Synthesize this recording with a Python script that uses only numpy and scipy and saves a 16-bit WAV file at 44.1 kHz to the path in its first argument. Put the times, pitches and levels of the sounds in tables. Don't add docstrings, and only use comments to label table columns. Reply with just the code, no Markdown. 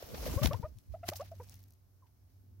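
import sys
import numpy as np
from scipy import signal
from scipy.fft import rfft, irfft
from scipy.io import wavfile
from scipy.ndimage import uniform_filter1d

SR = 44100
rng = np.random.default_rng(int(sys.argv[2]) if len(sys.argv) > 2 else 0)


def gain_from_db(level_db):
    decades = np.asarray(level_db, float) / 20
    return 10 ** decades


def file_out(sig):
    cols = np.atleast_2d(sig).T
    lim = np.clip(cols, -1, 1)
    pcm = np.round(lim * 32767).astype(np.int16)
    wavfile.write(sys.argv[1], SR, pcm)


N = 114660
T = np.arange(N) / SR

# frequency in Hz, likeness from 0 to 1.
LIKENESS = [(60, 0.83), (500, 0.077), (2000, 0.057), (12000, 0.019)]
# frequency in Hz, level in dB per Hz.
FLOOR_COLOUR = [(200, -15.5), (600, -4), (2500, -18), (16000, -18.5)]
# time in seconds, level in dB.
DRONE_SWELL = [(.84, -72), (.89, -50.5), (1.02, -51.5), (1.43, -49), (1.62, -54), (1.7, -58), (1.81, -67),
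               (1.95, -64), (2.28, -62.5), (2.44, -56), (2.6, -52)]
# frequency in Hz, level in dB per Hz.
RUMBLE_COLOUR = [(25, -37.5), (62, -7), (100, -1), (135, -21), (300, -20), (500, -50)]
# start in seconds, peak in dB, pitch in Hz.
TICKS = [(.42, -40, 1500), (.5325, -38, 3000), (.621, -52, 5700), (.7865, -50, 5500), (1.1095, -50, 4300),
         (1.1345, -46, 5000), (1.1598, -35, 6000), (1.2095, -48, 4000), (1.2475, -55, 4300),
         (1.316, -59, 6000), (1.3535, -56, 7450), (1.432, -52, 6300), (1.439, -56, 6300),
         (1.4755, -59, 12000), (1.482, -60, 4500), (1.488, -54, 3600), (1.4962, -41, 8000),
         (1.511, -61, 6000), (1.5422, -49, 12500), (1.543, -54, 5000), (1.551, -60, 14000),
         (1.555, -53, 12600), (1.556, -58, 5000), (1.567, -61, 7500), (1.592, -58, 12600),
         (1.604, -59, 11000), (1.62, -60, 11000), (1.629, -57, 13000), (1.6315, -62, 13000),
         (1.6388, -48, 5700), (1.681, -60, 12000), (1.685, -63, 13000), (1.7065, -53, 12000),
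         (1.7085, -60, 7000), (1.722, -60, 5500), (1.725, -61, 11000), (1.736, -57, 10700),
         (1.74, -62, 9000)]
# time of peak in seconds, peak in dB, rise in seconds,
# fall in seconds, level of the dull part in dB.
SCUFFS = [(0.026, -52.5, 0.0063, .008, 5), (.145, -59.5, 0.0029, 0.042, 15), (0.23, -53.5, .003, .015, 5),
          (0.257, -45.5, .004, 0.088, 2.5), (0.435, -34, 0.0097, 0.068, -0.5),
          (0.46, -30.5, 0.0051, 0.0019, 6), (0.472, -38, 0.0035, 0.01, 1), (0.533, -53, 0.0013, 0.009, 13),
          (0.789, -74, 0.18, 0.33, -8), (0.923, -73.5, 0.026, 0.13, 0), (1.067, -53.5, 0.026, 0.062, -5.5),
          (1.0891, -32.5, 0.011, 0.0091, 1), (1.101, -42, 0.015, 0.0047, -6), (1.11, -62, 0.0068, 0.2, -1),
          (1.136, -50.5, 0.0036, 0.0055, 2.5), (1.156, -48.5, 0.0019, 0.011, -6),
          (1.165, -44, 0.0076, 0.025, -22), (1.195, -64, 0.033, 0.034, 2), (1.213, -54, 0.004, 0.017, 0),
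          (1.26, -67, 0.05, 0.061, 2), (1.435, -62.5, 0.0027, 0.013, -5), (1.513, -71.5, 0.027, 0.024, -17),
          (1.528, -65.5, 0.79, 0.31, -3.5), (2.069, -79.5, .008, 0.027, 6), (2.3, -80, 0.038, 0.18, -5)]
# frequency in Hz, level in dB per Hz.
SCUFF_COLOUR = [(600, -6.5), (1200, -13.5), (2200, -10), (16000, -23)]
# start in seconds, peak in dB, pitch scale as a ratio.
KNOCKS = [
    (.4575, -25, 1.01),
    (1.0888, -26, .72),
]
# frequency in Hz, level in dB, 60 dB decay in seconds.
STUMP_MODES = [(280, -10, .035), (500, -2, .028), (950, -6, .012), (1900, -5, .007), (2900, -4, .005),
               (7000, -3, .004)]
# start in seconds, length in seconds, level in dB, opening pitch in Hz,
# top pitch in Hz.
CLUCKS = [(.416, 0.05, -40, 614, 730), (.506, 0.053, -40, 609, 753), (0.639, 0.042, -43.5, 617.5, 657),
          (0.936, 0.041, -45, 641, 793), (1.028, 0.04, -45, 667, 760), (1.115, 0.039, -42, 597, 906),
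          (1.194, 0.048, -41, 587, 835), (1.313, 0.038, -47, 660, 700)]
# place of the pitch top as a share of length, overtones in dB,
# rasp from 0 to 1, opening scoop as a share of pitch.
CLUCK_BREAKS = [(.75, -2, 0.7, 0.14), (0.55, -2.5, 0.23, 0.24), (0.83, -6, 0.2, 0.038),
                (0.57, -9.5, 0, 0.015), (0.605, 3.5, 0.53, 0.0072), (0.513, -11, 0.6, 0.031),
                (0.72, -7.5, 0.43, 0.25), (0.45, -10, 0.7, .01)]
# start in seconds, length
# in seconds, level in dB, opening pitch in Hz, top pitch in Hz.
ANSWERS = [
    (.37, 0.052, -38.5, 527, 597),
    (.535, 0.043, -43.5, 410, 554),
    (.625, 0.039, -46, 436, 513),
    (1.396, 0.049, -43.5, 416, 524),
    (2.02, 0.039, -66.5, 1098, 906),
    (2.054, 0.015, -72.5, 920, 980),
    (2.083, 0.017, -83, 880, 905),
]
# place of the pitch top as a share of length, overtones in dB,
# rasp from 0 to 1, opening scoop as a share of pitch.
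ANSWER_BREAKS = [(0.65, -6, 0.32, 0.086), (0.456, 4, 0.13, 0.0033), (0.55, 2.5, 0.13, 0.02),
                 (0.32, -1.5, 0.31, 0.0088), (0.7, -21, .2, 0.015), (0.72, -18, .5, .01),
                 (0.93, -17.5, .5, 0.011)]
# climb curve as a power, end sag as a share of pitch, swell as a share of length,
# overtone loss after the top in dB, level loss after the top in dB.
HIGH_VOICE = (5.0, .32, .35, -20, -7)
LOW_VOICE = (1.3, .32, .35, -9, -9)
# frequency in Hz, level in dB.
THROAT = [(400, -9), (600, 0), (950, -2), (1235, -4), (1340, -21), (2000, -25), (2700, -35), (3500, -47)]
# time in seconds, level in dB.
RUSH = [(0, -57), (.1, -55.5), (.15, -54.5), (.2, -49), (.27, -47), (.35, -47), (.42, -53.5), (.55, -59),
        (.72, -75.5)]
# frequency in Hz, level in dB per Hz.
FEATHER_COLOUR = [(250, -20), (400, 0.5), (570, -2.5), (1100, -10), (1600, -14.5), (2800, -14.5),
                  (16000, -22)]
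# time in seconds, peak in dB, length in
# seconds, pitch in Hz.
CLAPS = [(0.028, -36.5, 0.0056, 530), (.118, -47, 0.0082, 475), (0.145, -38.5, 0.0077, 517),
         (.185, -45.5, 0.0064, 740), (0.231, -43.5, 0.0085, 510), (.267, -33, 0.011, 559),
         (0.283, -35.5, 0.011, 473), (0.343, -35.5, 0.011, 282)]
# time in seconds, peak in dB, length in seconds, pitch in Hz,
# left over right in dB.
PUFFS = [(0.042, -45.5, 0.02, 73.5, -6), (0.149, -45.5, 0.047, 72, -2), (0.221, -37.5, 0.1, 56.5, 0.5),
         (0.291, -32, 0.023, 76.6, 0), (0.326, -33.5, 0.044, 64.3, -1), (0.37, -25, 0.021, 85, 18),
         (.42, -35.5, 0.027, 215, 33), (.437, -27.5, 0.051, 120.6, 31), (0.449, -22, 0.0074, 215, 24),
         (0.463, -25, 0.049, 74, 44), (0.508, -34, 0.02, 100, 28), (0.553, -33, 0.051, 100.2, 24.5),
         (0.6, -33.5, 0.0098, 124, 27), (0.643, -33, 0.02, 81, 12), (0.708, -49, 0.14, 69, -7.5),
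         (0.772, -48.5, 0.045, 109, 16), (.915, -43, 0.082, 63, -38), (1.1, -45, 0.019, 105, 3),
         (0.488, -36.5, .03, 148.6, 20)]
# time in seconds, level in dB, left over right in dB.
BUFFET = [(0, -63, 1), (.3, -41.5, -0.5), (.46, -45.5, 11), (.6, -59, 13), (.8, -70.5, 2), (1.05, -81, 0)]
# low edge in Hz, high edge in Hz.
BUFFET_HZ = (48.5, 240.7)
# frequency in Hz, level in dB.
MIC = [(3500, 0.5), (5600, 5), (8200, -2), (12500, 6), (15500, 7.5)]

FLOOR_DB = -80
DRONE_HZ, DRONE_OCTAVE_DB, DRONE_WOBBLE_DB, DRONE_LEFT_DB = 96.2, -24.5, 0.5, -2
RUMBLE_DB, RUMBLE_FOLLOWS = -64, 0.57
TICK_CYCLES, TICK_SNAP_DB, TICK_DB, TICK_LEFT_DB = 4.0, 3, 0, 3
DULL_BELOW_HZ = 5100
ATTACK_S, SCOOP_S = .006, .008
BREATHY_DB, JITTER, SHIMMER_DB = -27, .013, 1.5
ECHO_S, ECHO_DB = .021, -27
CUTOFF_HZ = 15950


def rms_one(x):
    return x / np.sqrt(np.mean(x ** 2) + 1e-20)


def in_time(rows):
    s, *columns = np.transpose(rows)
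    return [np.interp(T, s, column) for column in columns]


def at_hz(points, hz):
    point_hz, db = np.array(points).T[:2]
    return np.interp(np.log(hz), np.log(point_hz), db)


def pan(left_db):
    return 2 * np.array([gain_from_db(left_db), np.ones_like(left_db)]) / (1 + gain_from_db(left_db))


def split_band(x, order, edge_hz, kind):
    return signal.sosfilt(signal.butter(order, edge_hz, kind, fs=SR, output="sos"), x)


def drift(rate):
    r = np.exp(-80 * np.pi * rate / SR)
    steps = rng.standard_normal(N // 40 + 2002)
    slow = signal.lfilter([1], [1, -2 * r, r * r], steps)[2000:]
    return np.interp(np.arange(N) / 40, np.arange(len(slow)), rms_one(slow))


def ring(x, hz, t60):
    r, w = gain_from_db(-60 / (t60 * SR)), 2 * np.pi * hz / SR
    return signal.lfilter([0, np.sin(w)], [1, -2 * r * np.cos(w), r * r], x + 1e-18)


def pulse(s, length, hz):
    t = T - s
    return np.exp(-8 * (t / length) ** 2) * np.cos(2 * np.pi * hz * t * (1 - 4 * t.clip(-.1, .1)))


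def banded(spectrum, patchy_db, rate, grain_db, count=20):
    out, together = 0, drift(rate)
    edges = 25 * 2 ** (np.arange(count) / 2)
    grain = gain_from_db(grain_db * np.minimum(rng.exponential(1, N), 4))
    white = rng.standard_normal((2, 2, N)) * grain
    for k, (low, high) in enumerate(zip(edges, edges[1:])):
        mid, side = split_band(white[k % 2], 2, [low, high], "band")
        hz = np.sqrt(low * high)
        alike = np.clip(at_hz(LIKENESS, hz), 0, 1)
        inside = hz > .8 * spectrum[0][0]
        level = inside * gain_from_db(at_hz(spectrum, hz) + patchy_db * (.5 * together + drift(rate)))
        stereo = np.sqrt(1 + alike) * mid + np.sqrt(1 - alike) * side * [[1], [-1]]
        out = out + level * stereo
    return rms_one(out)


def woodland_floor():
    return gain_from_db(FLOOR_DB) * banded(FLOOR_COLOUR, patchy_db=.5, rate=4, grain_db=0)


def drone():
    db, = in_time(DRONE_SWELL)
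    turn = 2 * np.pi * np.cumsum(DRONE_HZ + 0.68 * drift(1.68)) / SR
    wave = np.sin(turn) + gain_from_db(DRONE_OCTAVE_DB) * np.sin(2 * turn)
    tone = gain_from_db(db - 1.0 + DRONE_WOBBLE_DB * drift(26)) * wave
    rumble = banded(RUMBLE_COLOUR, patchy_db=0.92, rate=2.6, grain_db=0, count=10)
    motor = tone + gain_from_db(RUMBLE_DB + RUMBLE_FOLLOWS * (db + 59.0)) * rumble
    return pan(DRONE_LEFT_DB)[:, None] * motor


def ticks():
    out, noise = np.zeros((2, N)), rng.standard_normal((40, 400))
    for k, (s, db, hz) in enumerate(TICKS):
        snap = noise[k] * np.exp(-np.arange(400) / 25)
        body = ring(np.diff(snap, prepend=0), hz, TICK_CYCLES / hz)
        edge = np.diff(snap, 2, prepend=[0, 0]) / 6
        tick = body / np.abs(body).max() + gain_from_db(TICK_SNAP_DB) * edge
        tick = tick / np.abs(tick).max()
        place = pan(TICK_LEFT_DB * (1 + noise[k, -1]))[:, None]
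        i = int(s * SR)
        out[:, i:i + 400] += gain_from_db(db + TICK_DB) * place * tick
    return out


def scuffs():
    levels = []
    for s, db, rise, fall, _ in SCUFFS:
        away = np.where(T < s, (s - T) / rise, (T - s) / fall).clip(0, 8)
        levels.append(gain_from_db(db - 26.7 * away))
    levels = np.array(levels)
    grit = banded(SCUFF_COLOUR, patchy_db=2, rate=60, grain_db=4)
    dull = split_band(grit, 3, DULL_BELOW_HZ, "low")
    bright = split_band(grit, 3, DULL_BELOW_HZ, "high")
    dull_gains = gain_from_db(np.array(SCUFFS)[:, 4])
    return levels.sum(0) * bright + dull_gains @ levels * dull


def knocks():
    out = np.zeros(N)
    for s, db, scale in KNOCKS:
        blow = rng.standard_normal(4000) * np.exp(-np.arange(4000) / 1.2)
        blow[0] += 5.0
        hit = sum(gain_from_db(mode_db) * ring(blow, hz * scale, t60) for hz, mode_db, t60 in STUMP_MODES)
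        i = int(s * SR)
        out[i:i + 4000] += gain_from_db(db) * hit / np.abs(hit).max()
    return out


def clucks(rows, breaks, habit):
    out, breath = np.zeros(N), ring(rng.standard_normal(N), 900, .0012)
    waver = drift(90), drift(120), drift(250), drift(250)
    curve, sag, swell_at, overtone_loss_db, loss_db = habit
    for (s, length, db, open_hz, top_hz), (top_at, overtone_db, rasp, scoop) in zip(rows, breaks):
        i, t = int(s * SR), np.arange(int(length * SR)) / SR
        here = slice(i, i + len(t))
        u = t / length
        wobble, shimmer, *grit = [w[here] for w in waver]
        top_at = np.clip(top_at, .2, .95)

        climb = open_hz + (top_hz - open_hz) * (u / top_at) ** curve
        fall = top_hz * (1 - sag * (u - top_at) / (1 - top_at))
        hz = uniform_filter1d(np.where(u < top_at, climb, fall), size=120)
        hz = hz * (1 + JITTER * wobble - scoop * np.exp(-t / SCOOP_S))
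        turn = 2 * np.pi * np.cumsum(hz) / SR

        attack = np.sin(np.pi / 2 * np.minimum(t / ATTACK_S, 1)) ** 2
        swell = np.sin(np.pi * np.interp(u, [0, swell_at, 1], [.25, .5, 1])) ** 1.3
        shape = attack * swell
        late = np.interp(u, [top_at - .2, top_at + 0.089], [0, 1])

        overtones = 0
        for k in range(2, 6):
            rough = 1 + rasp * (k - 1) * grit[k % 2]
            overtones = overtones + gain_from_db(at_hz(THROAT, k * hz)) * rough * np.sin(k * turn)
        voice = gain_from_db(at_hz(THROAT, hz)) * np.sin(turn)
        voice = voice + gain_from_db(overtone_db + overtone_loss_db * late) * shape * overtones
        voice = voice + gain_from_db(BREATHY_DB) * rms_one(breath[here])
        out[here] += gain_from_db(db + 4 + loss_db * late + SHIMMER_DB * shimmer) * shape * voice
    return out


def wings():
    feathers = banded(FEATHER_COLOUR, patchy_db=1.8, rate=30, grain_db=4)
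    rush = gain_from_db(in_time(RUSH)[0]) * (T < .75) * feathers
    claps = sum(gain_from_db(db) * pulse(s, length, hz) for s, db, length, hz in CLAPS)
    puffs = 0
    for s, db, length, hz, left_db in PUFFS:
        puffs = puffs + gain_from_db(db) * pan(left_db)[:, None] * pulse(s, length, hz)
    db, left_db = in_time(BUFFET)
    air = rms_one(split_band(rng.standard_normal((2, N)), 2, BUFFET_HZ, "band"))
    buffeting = gain_from_db(db + 3.45 * drift(19.7)) * (T < 1.1) * pan(left_db) * air
    return rush + claps + puffs + buffeting


def scene():
    voices = clucks(CLUCKS, CLUCK_BREAKS, HIGH_VOICE) + clucks(ANSWERS, ANSWER_BREAKS, LOW_VOICE)
    near = voices + knocks()
    lag = int(ECHO_S * SR)
    echo = gain_from_db(ECHO_DB) * np.array([np.roll(near, lag), -np.roll(near, 2 * lag)])
    return woodland_floor() + drone() + ticks() + scuffs() + near + echo + wings()


def low_pass(x):
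    return signal.sosfilt(signal.butter(12, 16680, fs=SR, output="sos"), x)


def record(dry):
    hz = np.fft.rfftfreq(2 * N, 1 / SR) + 1
    response = gain_from_db(at_hz(MIC, hz)) * (hz < CUTOFF_HZ)
    mix = irfft(rfft(dry, 2 * N) * response)[:, :N]
    return low_pass(mix)


dry = scene()
out = record(dry)
file_out(out)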